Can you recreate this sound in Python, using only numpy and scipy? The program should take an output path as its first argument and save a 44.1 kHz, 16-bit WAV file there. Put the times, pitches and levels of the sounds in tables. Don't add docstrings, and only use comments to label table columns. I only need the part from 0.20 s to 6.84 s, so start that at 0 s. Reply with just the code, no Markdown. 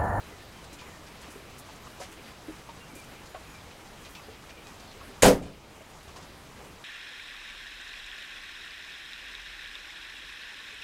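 import sys
import numpy as np
from scipy import signal
from scipy.fft import rfft, irfft
from scipy.io import wavfile

SR = 44100
rng = np.random.default_rng(int(sys.argv[2]) if len(sys.argv) > 2 else 0)


def ratio_of_db(decibels):
    return 10 ** (np.asarray(decibels, float) / 20)


def wav_record(signal):
    frames = np.transpose(np.atleast_2d(signal))
    bounded = np.clip(frames, -1, 1)
    quanta = np.round(bounded * 32767).astype(np.int16)
    wavfile.write(sys.argv[1], SR, quanta)


N = 292812

# start_s, crack_db, crack_hz, blow_db, blow_hz (crack: latch, blow: panel)
CONTACTS = [(5.021, -28, 4000, -44, 1500), (5.0225, -19, 7650, -23.5, 2010),
            (5.0241, -22.5, 7500, -29, 1900), (5.027, -33, 2980, -20.5, 276), (5.031, -33, 8700, -15, 493),
            (5.041, -28.5, 2610, -20.5, 201), (5.049, -26, 4600, -14, 810), (5.058, -25, 9450, -12, 705),
            (5.064, -31, 4560, -14, 196), (5.066, -40, 5000, -14.5, 420), (5.072, -26, 6000, -11.5, 285),
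            (5.0808, -31, 12000, -19, 410), (5.0855, -40, 9000, -15.5, 544), (5.109, -43, 4000, -16, 528)]


def at_hz(points, hz):
    table = np.array(points)
    return np.interp(np.log(hz), np.log(table[:, 0]), table[:, 1])


def rms_one(x):
    return x / np.sqrt(np.mean(x ** 2) + 1e-20)


def ring(clicks, hz, t60_s):
    r = ratio_of_db(-60 / (t60_s * SR))
    w = 2 * np.pi * hz / SR
    return signal.lfilter([0, np.sin(w)], [1, -2 * r * np.cos(w), r * r], clicks + 1e-18)


def soften(x, hz):
    r = np.exp(-2 * np.pi * hz / SR)
    return signal.lfilter([(1 - r) ** 2], [1, -2 * r, r * r], x)


def drift(rate_hz):
    settled = soften(rng.standard_normal(N + SR), rate_hz)[SR:]
    return rms_one(settled)


def noise_bands(length):
    settle = 8192
    white = rng.standard_normal((2, length + settle))
    edges_hz = 20 * 2 ** (np.arange(30) / 3)
    for k, (low_hz, high_hz) in enumerate(zip(edges_hz, edges_hz[1:])):
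        sos = signal.butter(2, [low_hz, high_hz], "band", fs=SR, output="sos")
        yield np.sqrt(low_hz * high_hz), signal.sosfilt(sos, white[k % 2])[settle:]


def bell_db(hz, centre_hz, octaves):
    return -6 * (np.log2(hz / centre_hz) / octaves) ** 2


def add(out, start_s, x):
    at = round(start_s * SR)
    out[at:at + len(x)] += x[:len(out) - at]


def hush():
    # freq_hz, level_db (per Hz)
    spectrum = [(12, -34), (20, -5), (81, -1), (718, -8), (1120, -9), (1530, -12), (2530, -13.5),
                (7110, -23), (14300, -30), (16000, -62)]
    # time_s, level_db
    breeze = [(0, 1.5), (.3, 0), (1.1, 0.66), (1.4, 0), (1.85, 0.5), (2.3, -0.1), (3.2, 0.44), (3.8, -0.35),
              (4.75, 0.2), (5.9, 0.1), (6.64, -1.2)]
    swell_db = np.interp(np.arange(N) / SR, *np.transpose(breeze))
    flicker = [drift(10.0) for _ in range(4)]
    out = np.zeros(N)
    for k, (hz, band) in enumerate(noise_bands(N)):
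        flicker_db = 1.21 * flicker[k // 2 % 4]
        out += band * ratio_of_db(at_hz(spectrum, hz) + swell_db + flicker_db)
    return ratio_of_db(-48) * rms_one(out)


def traffic():
    drone = ring(rng.standard_normal(N), hz=65.5, t60_s=0.082)
    return ratio_of_db(-59.5) * rms_one(drone)


def bird_notes():
    song_starts = [.085, .63]
    # offset_s, pitch_hz, level_db (rms)
    phrase = [(0, 2100, -59.5), (.072, 1920, -63), (.18, 1730, -66.5)]
    # start_s, start_hz, level_db (rms), length_s
    chirps = [(.0, 4040, -65, 0.046), (0.314, 3200, -64, .12), (.5, 4080, -66, .06),
              (.564, 2500, -61.5, 0.075), (2.692, 2330, -64, .045), (2.747, 2460, -60, 0.08),
              (2.93, 2400, -67, 0.049), (3.243, 2610, -61, 0.14), (3.841, 2534, -57, .036),
              (3.948, 2685, -57, .039), (4.28, 2536, -61, 0.12), (4.44, 3850, -66, .025),
              (4.447, 2540, -58, 0.036), (4.672, 4250, -64, 0.055)]
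    # start_s, pitch_hz, level_db (rms), length_s
    peeps = [(.24, 13750, -73, .06), (1.60, 14500, -71, .05), (1.998, 4700, -71, .12),
             (2.60, 2800, -60, .045), (2.648, 2800, -65, .045), (3.72, 3250, -67, 0.29),
             (3.998, 4920, -70, 0.063), (4.03, 3300, -66, .06)]
    seep_starts = [0.55, 3.02, 5.46]
    seep_hz, seep_s = 7000, 0.24
    song = [(start + s, hz, level_db, 0.08) for start in song_starts for s, hz, level_db in phrase]
    held = [(s, seep_hz, -74, seep_s) for s in seep_starts]
    ends = [(s + seep_s, 0.985 * seep_hz, -72, 0.1) for s in seep_starts[1:]]
    falling = [(*note, 1800) for note in [*song, *ends, *chirps]]
    level = [(*note, 0) for note in [*held, *peeps]]
    return falling + level


def whistles():
    out = np.zeros(N)
    waver_hz = 39.0 * drift(33.5)
    for start_s, start_hz, level_db, length_s, fall_hz_per_s in bird_notes():
        count, at = round(length_s * SR), round(start_s * SR)
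        glide_hz = np.linspace(start_hz, start_hz - fall_hz_per_s * length_s, count)
        phase = 2 * np.pi * np.cumsum(glide_hz + waver_hz[at:at + count]) / SR
        add(out, start_s, ratio_of_db(level_db + 4.5) * np.sin(phase) * np.hanning(count) ** 0.16)
    scatter = rng.standard_normal(4000) * np.exp(-np.arange(4000) / (0.028 * SR))
    scattered = signal.fftconvolve(out, scatter / np.linalg.norm(scatter))[:N]
    fading_db = 2.5 * drift(43) - 1.5
    return out * ratio_of_db(fading_db) + 0.9 * scattered


def knocks():
    # start_s, peak_db, pitch_hz
    taps = [(0.119, -42, 414), (0.39, -48, 388), (0.525, -41, 288), (0.619, -40.5, 997), (0.789, -45, 316),
            (1.08, -40.5, 294), (1.156, -38.5, 393), (1.489, -40.5, 856), (1.669, -36.5, 1046),
            (1.801, -33.5, 556), (1.813, -32, 743), (2.117, -43, 1060), (2.283, -31, 313),
            (2.291, -39, 404), (2.489, -35, 928), (2.733, -42, 246), (2.757, -39.5, 288), (3.144, -32, 657),
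            (3.152, -33, 630), (3.657, -42, 796), (3.995, -39.5, 1144), (4.084, -39.5, 440),
            (4.299, -43.5, 668), (4.589, -55, 650), (4.812, -37, 1105), (4.902, -41.5, 395),
            (5.604, -40.5, 554), (5.962, -40, 1035), (6.382, -43.5, 240)]
    out = np.zeros(N)
    pushes = rng.standard_normal((len(taps), 600))
    tap = np.r_[np.hanning(24), np.zeros(SR // 4)]
    for (start_s, peak_db, hz), push in zip(taps, pushes):
        t60_s = min(0.16, 94 / hz)
        rough = push * np.exp(-np.arange(len(push)) / (0.004 * SR))
        grit = np.r_[rough, np.zeros(len(tap) - len(push))]
        body = ring(tap + 0.48 * grit, hz, t60_s)
        body += 0.38 * ring(grit, 0.82 * hz, 0.34 * t60_s)
        body += 0.97 * ring(grit, 1.152 * hz, 0.5 * t60_s)
        body += 0.6 * ring(grit, 1.74 * hz, 0.42 * t60_s)
        add(out, start_s, ratio_of_db(peak_db) * body / np.abs(body).max())
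    return out


def scuffs():
    # start_s, centre_hz, level_db (rms)
    quick = [(0.438, 5500, -56), (0.528, 6260, -50.5), (0.865, 4000, -54), (1.012, 6700, -53),
             (1.30, 13000, -66), (1.382, 8900, -49), (1.55, 6000, -58), (1.70, 4000, -55),
             (1.92, 1800, -51), (2.27, 9000, -63), (2.488, 3000, -54.5), (2.839, 7000, -57),
             (3.057, 4800, -51.5), (3.09, 11500, -60), (3.346, 3000, -57), (3.503, 2500, -53),
             (3.654, 3000, -54), (3.849, 2800, -50), (3.948, 2880, -47.5), (4.291, 2580, -47.5),
             (4.471, 4000, -57), (4.543, 6000, -64), (4.597, 3970, -51.5), (4.712, 3000, -52),
             (5.555, 8400, -60), (5.694, 7000, -57), (5.827, 8000, -59), (5.959, 4200, -47.5),
             (6.022, 4000, -53.5)]
    # start_s, centre_hz, level_db (rms), length_s
    longer = [(0.586, 2920, -50, .046), (1.022, 1760, -48.5, 0.046), (1.1, 7300, -54.5, 0.059),
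              (1.486, 3000, -54, .046), (1.797, 5400, -48, .066), (1.812, 1900, -46, 0.053),
              (1.913, 7400, -54.5, 0.04), (2.03, 2500, -56, .11), (2.746, 7800, -52.5, .07),
              (3.143, 1510, -48, 0.034), (3.797, 7200, -60, 0.13), (3.882, 11000, -62, .17),
              (4.097, 2490, -55, .098), (4.795, 1500, -55, 0.048), (5.43, 420, -52, .17),
              (5.66, 520, -55, .13), (5.878, 2200, -54, 0.043), (5.941, 695, -51, .13),
              (6.385, 477, -49.5, 0.092), (6.438, 7500, -61, .05)]
    # start_s, level_db, pitch_hz
    ticks = [
        (4.4708, -28, 4800),
        (4.5435, -39, 7500),
        (4.640, -41, 7500),
    ]
    out, size = np.zeros(N), 8192
    rubs = [(*row, 0.026) for row in quick] + [*longer]
    shape = (len(rubs), size)
    grit = rng.standard_normal(shape) * ratio_of_db(6.9 * rng.standard_normal(shape))
    hz = np.maximum(np.fft.rfftfreq(size, 1 / SR), 1)
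    t = np.arange(size) / SR
    for (start_s, centre_hz, level_db, length_s), grains in zip(rubs, grit):
        octaves = 1.23 / (1 + centre_hz / 9000)
        tone = rms_one(irfft(rfft(grains) * ratio_of_db(bell_db(hz, centre_hz, octaves))))
        stroke = (1 - np.exp(-t / (0.04 * length_s))) * np.exp(-(t / length_s) ** 2)
        add(out, start_s, ratio_of_db(level_db) * tone * stroke)
    click = np.r_[1., np.zeros(400)]
    for start_s, level_db, tick_hz in ticks:
        add(out, start_s, -ratio_of_db(level_db) * ring(click, tick_hz, t60_s=0.001))
    return out


def strike(modes, at, blow_db, centre_hz, octaves, damping):
    out = np.zeros(SR)
    signs = rng.choice([-1, 1], (len(at), len(modes)))
    for k, (hz, level_db, t60_s) in enumerate(modes):
        clicks = np.zeros(SR)
        click_db = blow_db + 0.5 * level_db + bell_db(hz, centre_hz, octaves)
        clicks[at] = ratio_of_db(click_db) * signs[:, k]
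        out += ring(soften(clicks, 1.73 * hz), hz, damping * t60_s)
    return out


def hood():
    # freq_hz, level_db, t60_s
    panel = [(120, -22, .2), (192.7, 3.5, 0.39), (279.8, -3, 0.32), (328, -8, 0.34), (392, -3, 0.24),
             (413, -5, 0.33), (504.4, 9, 0.17), (554, -3, 0.24), (602, -15, 0.27), (679, 0, 0.18),
             (724, -20, 0.2), (810, -15, 0.13), (838, -5.5, 0.18), (972, -11, 0.2), (1060, -16, .18),
             (1260, -14, .2), (1330, -12, .2), (1500, -22, .2), (1800, -8, .2), (1900, -3, 0.21),
             (2040, -20, 0.16), (2322, -1, .16), (2600, -18, 0.23), (2900, -9, .13)]
    # freq_hz, level_db, t60_s
    latch = [(6280, -10, .12), (6681, -5, 0.14), (7530, -8, 0.08), (8750, -14, .11), (8879, -11, 0.093),
             (11300, -7, 0.11), (12000, 2, .14)]
    # freq_hz, level_db (per Hz)
    rattle = [(80, -26), (130, -12.5), (250, -9), (600, -8), (1000, -14.5), (1900, -17.5), (2840, -21.5),
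              (7000, -28.5), (11500, -33), (16000, -44)]
    # freq_hz, t60_s
    rattle_t60 = [(30, 0.96), (150, 0.61), (500, 0.36), (1500, 0.24), (5000, 0.19), (15000, 0.23)]
    start_s, crack_db, crack_hz, blow_db, blow_hz = np.transpose(CONTACTS)
    delay_s = start_s - start_s[0]
    at = np.round(delay_s * SR).astype(int)
    out = strike(panel, at, blow_db + 3.5, blow_hz, octaves=0.26, damping=0.71)
    out += strike(latch, at, crack_db, crack_hz, octaves=0.42, damping=0.62)
    since_s = np.maximum(np.arange(SR) / SR - delay_s[:, None], 0)
    for hz, band in noise_bands(SR):
        rise = 1 - np.exp(-since_s / (0.00044 + 5.8 / hz))
        colour_db = np.maximum(bell_db(hz, crack_hz, 0.34), -9.0)
        level_db = crack_db + 37.0 + at_hz(rattle, hz) + colour_db
        decay_db = -60 * since_s / at_hz(rattle_t60, hz)
        power = ratio_of_db(level_db[:, None] + decay_db) ** 2 * rise ** 2
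        out += band * np.sqrt(power.sum(axis=0))
    return out


def street(x):
    # delay_s, level_db, low_cut_hz, high_cut_hz
    echoes = [(.105, -21.5, 140, 1000), (0.2, -27.5, 1800, 7000), (0.16, -24, 68, 240),
              (0.25, -35, 180, 310)]
    out = x.copy()
    for delay_s, level_db, low_hz, high_hz in echoes:
        smear = rng.standard_normal(2500) * np.exp(-np.arange(2500) / (0.0074 * SR))
        dull = soften(x - soften(x, low_hz), high_hz)
        echo = signal.fftconvolve(dull, smear / np.linalg.norm(smear))
        add(out, delay_s, ratio_of_db(level_db) * echo)
    return out


def snap():
    out = np.zeros(N)
    click, pulse_hz = np.r_[1., np.zeros(2000)], 1200
    pulse = ring(click, pulse_hz, t60_s=0.0044) + ring(click, 0.4 * pulse_hz, t60_s=0.009)
    add(out, 5.033, -ratio_of_db(-8) * pulse)
    return out


def cavity():
    # start_s, pitch_hz, level_db, t60_s
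    thumps = [(5.048, 51.7, -40, 0.14), (5.095, 45.4, -44, 0.14), (5.135, 46, -47, .15),
              (5.215, 60, -53, 0.12), (5.251, 90, -52.5, 0.073)]
    out = np.zeros(N)
    for start_s, hz, level_db, t60_s in thumps:
        click = np.zeros(SR)
        click[0] = ratio_of_db(level_db + 27.5)
        add(out, start_s, ring(soften(click, hz), hz, t60_s))
    return out


def scene():
    slam = snap()
    add(slam, CONTACTS[0][0], street(hood()))
    around = hush() + traffic() + whistles() + knocks() + scuffs()
    return (slam + cavity() + around)[None]


def band_limit(x):
    return signal.sosfilt(signal.butter(12, 16440, fs=SR, output="sos"), x)


def record(dry):
    duck_db, duck_s, attack_s, recover_s = -5.5, 5.06, 0.1, 0.42
    since_s = np.maximum(np.arange(N) / SR - duck_s, 0)
    gain_db = duck_db * (1 - np.exp(-since_s / attack_s)) * np.exp(-(since_s / recover_s) ** 2 / 2)
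    bass_cut = dry - soften(dry, 4.5)
    levelled = np.clip(bass_cut * ratio_of_db(gain_db), -1, 1)
    top_cut = signal.ellip(10, 0.5, 70, 15800, fs=SR, output="sos")
    return band_limit(signal.sosfilt(top_cut, levelled))


dry = scene()
out = record(dry)
wav_record(out)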